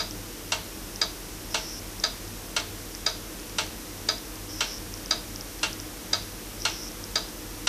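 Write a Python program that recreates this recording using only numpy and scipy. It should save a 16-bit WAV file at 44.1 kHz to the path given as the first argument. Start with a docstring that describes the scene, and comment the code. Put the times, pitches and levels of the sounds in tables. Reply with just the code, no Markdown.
"""A wooden pendulum wall clock ticks and tocks, close by in a quiet room: each escapement tooth strikes a
pallet in a few quick contacts (noise bursts) and rings brass movement and case (decaying sine modes). A camera
focus drive clicks and whirrs faintly in windowed sine blips. Behind lie a low hum of wavering sines and rumble
and hiss of shaped noise. Mono."""
import sys
import numpy as np
from scipy import signal
from scipy.fft import rfft, irfft
from scipy.io import wavfile

SR = 44100
rng = np.random.default_rng(int(sys.argv[2]) if len(sys.argv) > 2 else 0)


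def file_out(sig):
    """Save sig as 16-bit WAV at sys.argv[1]."""
    # one column per channel
    cols = np.atleast_2d(sig).T
    # limit, then scale
    lim = np.clip(cols, -1, 1)
    pcm = np.round(lim * 32767).astype(np.int16)
    wavfile.write(sys.argv[1], SR, pcm)


N = 338688

# room air and hiss, relative density: (frequency [Hz], level [dB])
AIR_SPECTRUM = [(12, -22), (22, -14), (40, -5), (75, -7), (125, -7), (260, -6), (340, -7), (420, -5.5),
                (650, -10.5), (2000, -14.5), (4500, -16), (5700, -12), (7200, -17), (15000, -17.5)]
# standing waves lifting the rumble: (centre [Hz], half width [Hz], lift [dB])
STANDING_WAVES = [(63.5, 4, 8), (82.6, 2.5, 9), (184.6, 13.4, 6.5), (228.4, 3.7, 6), (309, 22, 11.5)]
AIR_DB_RMS = -39
# appliance lines, before the waver: (frequency [Hz], level [dB rms])
HUM_LINES = [(41.1, -47.5), (48.9, -52), (97.7, -54.5), (100, -52.5), (344, -60.5), (489.5, -58.5)]

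# lone lens steps: (time [s])
FOCUS_CLICKS = [.1095, .9595, 1.9995, 2.5995, 2.9497, 3.0997, 4.9397, 5.0598, 5.36, 5.41, 5.73, 5.8, 6.6204,
                6.7, 7.0402]
# lens hunts, quick out and slow back: (start [s], length of the way out [s])
FOCUS_HUNTS = [(1.505, 0.14), (4.492, 0.16), (6.597, .12)]
HUNT_S = 0.291  # out and back together
STEP_HZ, STEP_SPREAD_HZ = 5530, 110  # spread within runs only
CLICK_DB, FAINT_CLICK_DB, FAINT_CLICKS_PER_S = -21.5, -29, 2
OUT_DB, OUT_STEPS_PER_S = -35, 530
BACK_DB, BACK_STEPS_PER_S = -29.5, 217
RUN_ENDS_DB = -1.5  # at both ends, against mid-run

# modes of case and movement, relative levels:
# (frequency [Hz], level from entry pallet [dB], level from exit pallet [dB], t60 [s])
CLOCK_MODES = [(443, -13, -12, 0.3), (617, -9, -10, 0.23), (639, -10, -10, 0.26), (693, -10, -10, 0.23),
               (874, -18, -6, 0.21), (927, -10, -6, 0.19), (1193, -14, -13, 0.17), (1285, 1, -6, 0.11),
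               (1406, -19, 1, 0.13), (1525, -5, -7, 0.13), (1619, -1, -3, 0.08), (1707, -4, -13, 0.11),
               (1771, -11, -32, 0.14), (2186, -12, 0, 0.12), (2263, -5, -8, 0.13), (2602, -8, -4, 0.11),
               (2692, -20, -4, 0.16), (2763, -17, 3.5, 0.13), (3039, -31, -7, 0.18), (3118, -9, 1, 0.12),
               (3536, -8, -2, 0.09), (3657, -9, -8, 0.13), (3817, 9, 6, 0.04), (3934, -6, -9, 0.14),
               (4298, -7, 4, 0.08), (4748, 4, -8, 0.12), (4852, 5, -24, 0.09), (4912, 5, -9, 0.08),
               (5015, 4, -1, 0.06), (5742, -3, 1, 0.08)]
# tooth contacts, relative levels: (time after the beat [s], level [dB])
TICK_CONTACTS = [(.0003, -5.5), (.0012, -1.5), (.0042, 0.5)]
TOCK_CONTACTS = [(.0005, 0.42), (.0028, -0.4), (.0046, -2)]
# spectrum of the clatter between the modes: (frequency [Hz], gain [dB])
TICK_COLOUR = [(200, -45), (550, -15), (900, -8.5), (1500, -8), (1950, -11), (2900, -12.5), (3800, 0),
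               (4350, -5), (4900, 4), (5350, -13), (6100, -4.5), (6900, -14), (9000, -23.5), (14000, -41)]
TOCK_COLOUR = [(200, -53), (550, -12.5), (900, -7), (1500, -2.5), (1900, -7), (2750, 0), (3300, -1),
               (3750, -0.5), (4400, 0), (5000, -6), (6100, -2.5), (6800, -9), (7800, -6.5), (14000, -33)]
# decay of the room: (frequency [Hz], t60 [s])
ROOM_T60 = [(300, 0.18), (1500, 0.36), (5000, 0.31), (10000, 0.13)]
BEAT_S = .51127  # mean spacing of tick and tock
# ticks come early and tocks late by the limp; it shrinks, and sways as the escape wheel turns
LIMP_S, LIMP_SHRINK_S_PER_S = .00863, .00084
SWAY_S, SWAY_PERIOD_S, SWAY_PEAK_AT_S = .0016, 4.35, 1.66
# landing hardness: (level at the start [dB], gain per second [dB/s])
TICK_HARDNESS, TOCK_HARDNESS = (-1.25, -0.045), (-3.03, 0.62)
OPENING_TICK_DB = -1.5  # the first tick, its onset cut off, is softer

EDGE_HZ = 14650


def amp(db):
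    """Decibels to gain."""
    return 10 ** (np.asarray(db) / 20)


def evened(x):
    """Scales to rms 1."""
    return x / np.sqrt(np.mean(x ** 2) + 1e-20)


def read(points, hz):
    """Reads a table on a log-frequency axis."""
    f, value = np.transpose(points)
    return np.interp(np.log(hz + 1), np.log(f + 1), value)


def add(mix, s, sound):
    """Adds a sound at time s; what falls outside is dropped."""
    at = round(s * SR)
    sound = sound[max(-at, 0):]
    part = mix[max(at, 0):][:len(sound)]
    part += sound[:len(part)]


def coloured(x, colour, size=2048):
    """Minimum-phase filter with the given spectrum."""
    hz = abs(np.fft.fftfreq(size, 1 / SR))
    log_gain = np.log(amp(read(colour, hz)))
    spectrum = np.exp(np.conj(signal.hilbert(log_gain)))
    taps = np.fft.ifft(spectrum).real
    return signal.fftconvolve(x, taps)[:len(x)]


def air():
    """Steady noise: rumble lifted at the room's standing waves, under an even hiss."""
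    hz = np.fft.rfftfreq(N, 1 / SR)
    level_db = read(AIR_SPECTRUM, hz)
    for centre_hz, half_width_hz, lift_db in STANDING_WAVES:
        level_db += lift_db / (1 + ((hz - centre_hz) / half_width_hz) ** 2)
    noise = irfft(rfft(rng.standard_normal(N)) * amp(level_db), N)
    return amp(AIR_DB_RMS) * evened(noise)


def hum():
    """Low sine lines of a distant appliance, each wavering slowly in level."""
    t, out = np.arange(N) / SR, np.zeros(N)
    for hz, db in HUM_LINES:
        waver = 1 + .16 * evened(signal.resample(rng.standard_normal(16), N))
        line = np.sin(2 * np.pi * (hz * t + rng.random()))
        out += np.sqrt(2) * amp(db) * waver * line
    return out


def lens_step(hz, length_s):
    """One lens step: a sine blip of random phase under a sin-squared window."""
    t = np.arange(0, length_s, 1 / SR)
    window = np.sin(np.pi * t / length_s) ** 2
    return window * np.sin(2 * np.pi * (hz * t + rng.random()))


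def lens_run(length_s, db, steps_per_s):
    """Quick, slightly uneven lens steps fuse into a whirr that swells and falls."""
    out = np.zeros(SR)
    for s in np.arange(0, length_s, 1 / steps_per_s):
        swell_db = RUN_ENDS_DB * (2 * s / length_s - 1) ** 2
        step = lens_step(STEP_HZ + STEP_SPREAD_HZ * rng.standard_normal(), length_s=0.0019)
        jittered_s = s + 0.00031 * rng.standard_normal()
        add(out, jittered_s, amp(db + swell_db + 1.6 * rng.standard_normal()) * step)
    return out


def focus_drive():
    """Lone steps click, some faint and at random; a hunt whirrs out and, louder, back."""
    out = np.zeros(N)
    for s in FOCUS_CLICKS:
        add(out, s, amp(CLICK_DB) * lens_step(STEP_HZ, length_s=0.0015))
    for start_s, out_s in FOCUS_HUNTS:
        add(out, start_s, lens_run(out_s, OUT_DB, OUT_STEPS_PER_S))
        add(out, start_s + out_s, lens_run(HUNT_S - out_s, BACK_DB, BACK_STEPS_PER_S))
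    faint_s = np.flatnonzero(rng.random(N) < FAINT_CLICKS_PER_S / SR) / SR
    for s in faint_s:
        add(out, s, amp(FAINT_CLICK_DB) * lens_step(STEP_HZ, length_s=0.0012))
    return out


def echoes(t60, size):
    """Dense random reflections of energy 1 that die band by band."""
    hz, t, z = signal.stft(rng.standard_normal(size), SR, nperseg=256)
    decay = amp(-60 * t / read(t60, hz)[:, None])
    tail = signal.istft(z * decay, SR, nperseg=256)[1][:size]
    return tail / np.linalg.norm(tail)


def burst(t, t60_s, rise_s=0.0005):
    """Decaying random-sign noise of energy 1, standing for a crowd of overlapping modes."""
    envelope = amp(-60 * t / t60_s) * (1 - np.exp(-t / rise_s))
    x = rng.choice([-1, 1], len(t)) * envelope
    return x / np.linalg.norm(x)


def swings(side, hardness):
    """Rows (time [s], strength [dB], hardness [dB]), one per full swing; side 0 entry, 1 exit."""
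    s = np.arange(side * BEAT_S, N / SR, 2 * BEAT_S)
    sway = SWAY_S * np.cos(2 * np.pi * (s - SWAY_PEAK_AT_S) / SWAY_PERIOD_S)
    limp = LIMP_S - LIMP_SHRINK_S_PER_S * s + sway
    beat_s = s + limp if side else s - limp
    start_db, db_per_s = hardness
    return zip(beat_s, OPENING_TICK_DB * (s == 0), start_db + db_per_s * s)


def pallet(beats, contacts, colour, column, ring_db, crack_db, case_db, room_db,
           crack_t60_s, case_t60_s, ring_start_s, build_s, vary, size=16384):
    """Tooth contacts, case and room clatter over ringing modes; vary is the share new each beat."""
    t, out = np.arange(size) / SR, np.zeros(N)
    modes = np.array(CLOCK_MODES)
    hz, level_db, t60_s = modes[:, :1], modes[:, column, None], modes[:, 3:]
    # modes start together: close pairs peak at once, then beat
    age_s = np.maximum(t - ring_start_s, 0)
    envelopes = amp(level_db - 60 * age_s / t60_s) * (1 - np.exp(-age_s / build_s))
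    rings = envelopes * np.sin(2 * np.pi * hz * age_s)
    cracks = [burst(t, crack_t60_s) for _ in contacts]
    case, room = burst(t, case_t60_s), echoes(ROOM_T60, size)
    same_gain, new_gain = np.sqrt(1 - vary), np.sqrt(vary)
    for s, db, hard_db in beats:
        clatter = np.zeros(size)
        for (delay_s, contact_db), crack in zip(contacts, cracks):
            contact_s = delay_s + .00015 * vary * rng.standard_normal()
            contact_gain = amp(crack_db + contact_db + rng.standard_normal())
            add(clatter, contact_s, contact_gain * crack)
        # sound bounces inside the case, then returns from the walls
        case_now = same_gain * case + new_gain * burst(t, case_t60_s)
        room_now = same_gain * room + new_gain * echoes(ROOM_T60, size)
        add(clatter, .003, amp(case_db) * case_now)
        add(clatter, .011, amp(room_db) * room_now)
        ring = amp(ring_db + 5.9 * vary * rng.standard_normal(len(modes))) @ rings
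        # harder landing: less wooden knock, more brassy ring
        landing = [(700, db - hard_db), (1400, db + hard_db / 2), (2700, db + hard_db), (5000, db)]
        add(out, s, coloured(coloured(clatter, colour) + ring, landing))
    return out


def clock():
    """Entry and exit pallets alternate: a bright, compact tick and a woodier tock."""
    tick = pallet(swings(0, TICK_HARDNESS), TICK_CONTACTS, TICK_COLOUR, column=1,
                  ring_db=-28.5, crack_db=13.0, case_db=2.0, room_db=9.5,
                  crack_t60_s=0.012, case_t60_s=0.17, ring_start_s=.0028, build_s=0.00027, vary=0.18)
    tock = pallet(swings(1, TOCK_HARDNESS), TOCK_CONTACTS, TOCK_COLOUR, column=2,
                  ring_db=-28.0, crack_db=5.0, case_db=5.5, room_db=7.5,
                  crack_t60_s=0.017, case_t60_s=0.054, ring_start_s=0.000808, build_s=0.0017, vary=.33)
    return tick + tock


def scene():
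    """All sources summed to mono, fed to both channels."""
    mono = air() + hum() + focus_drive() + clock()
    return np.array([mono, mono])


def record(dry):
    """Band limit: a steep linear-phase low-pass at EDGE_HZ."""
    taps = signal.firwin(511, EDGE_HZ, window=("kaiser", 9), fs=SR)
    return signal.oaconvolve(dry, taps[None], "same")


dry = scene()
out = record(dry)
file_out(out)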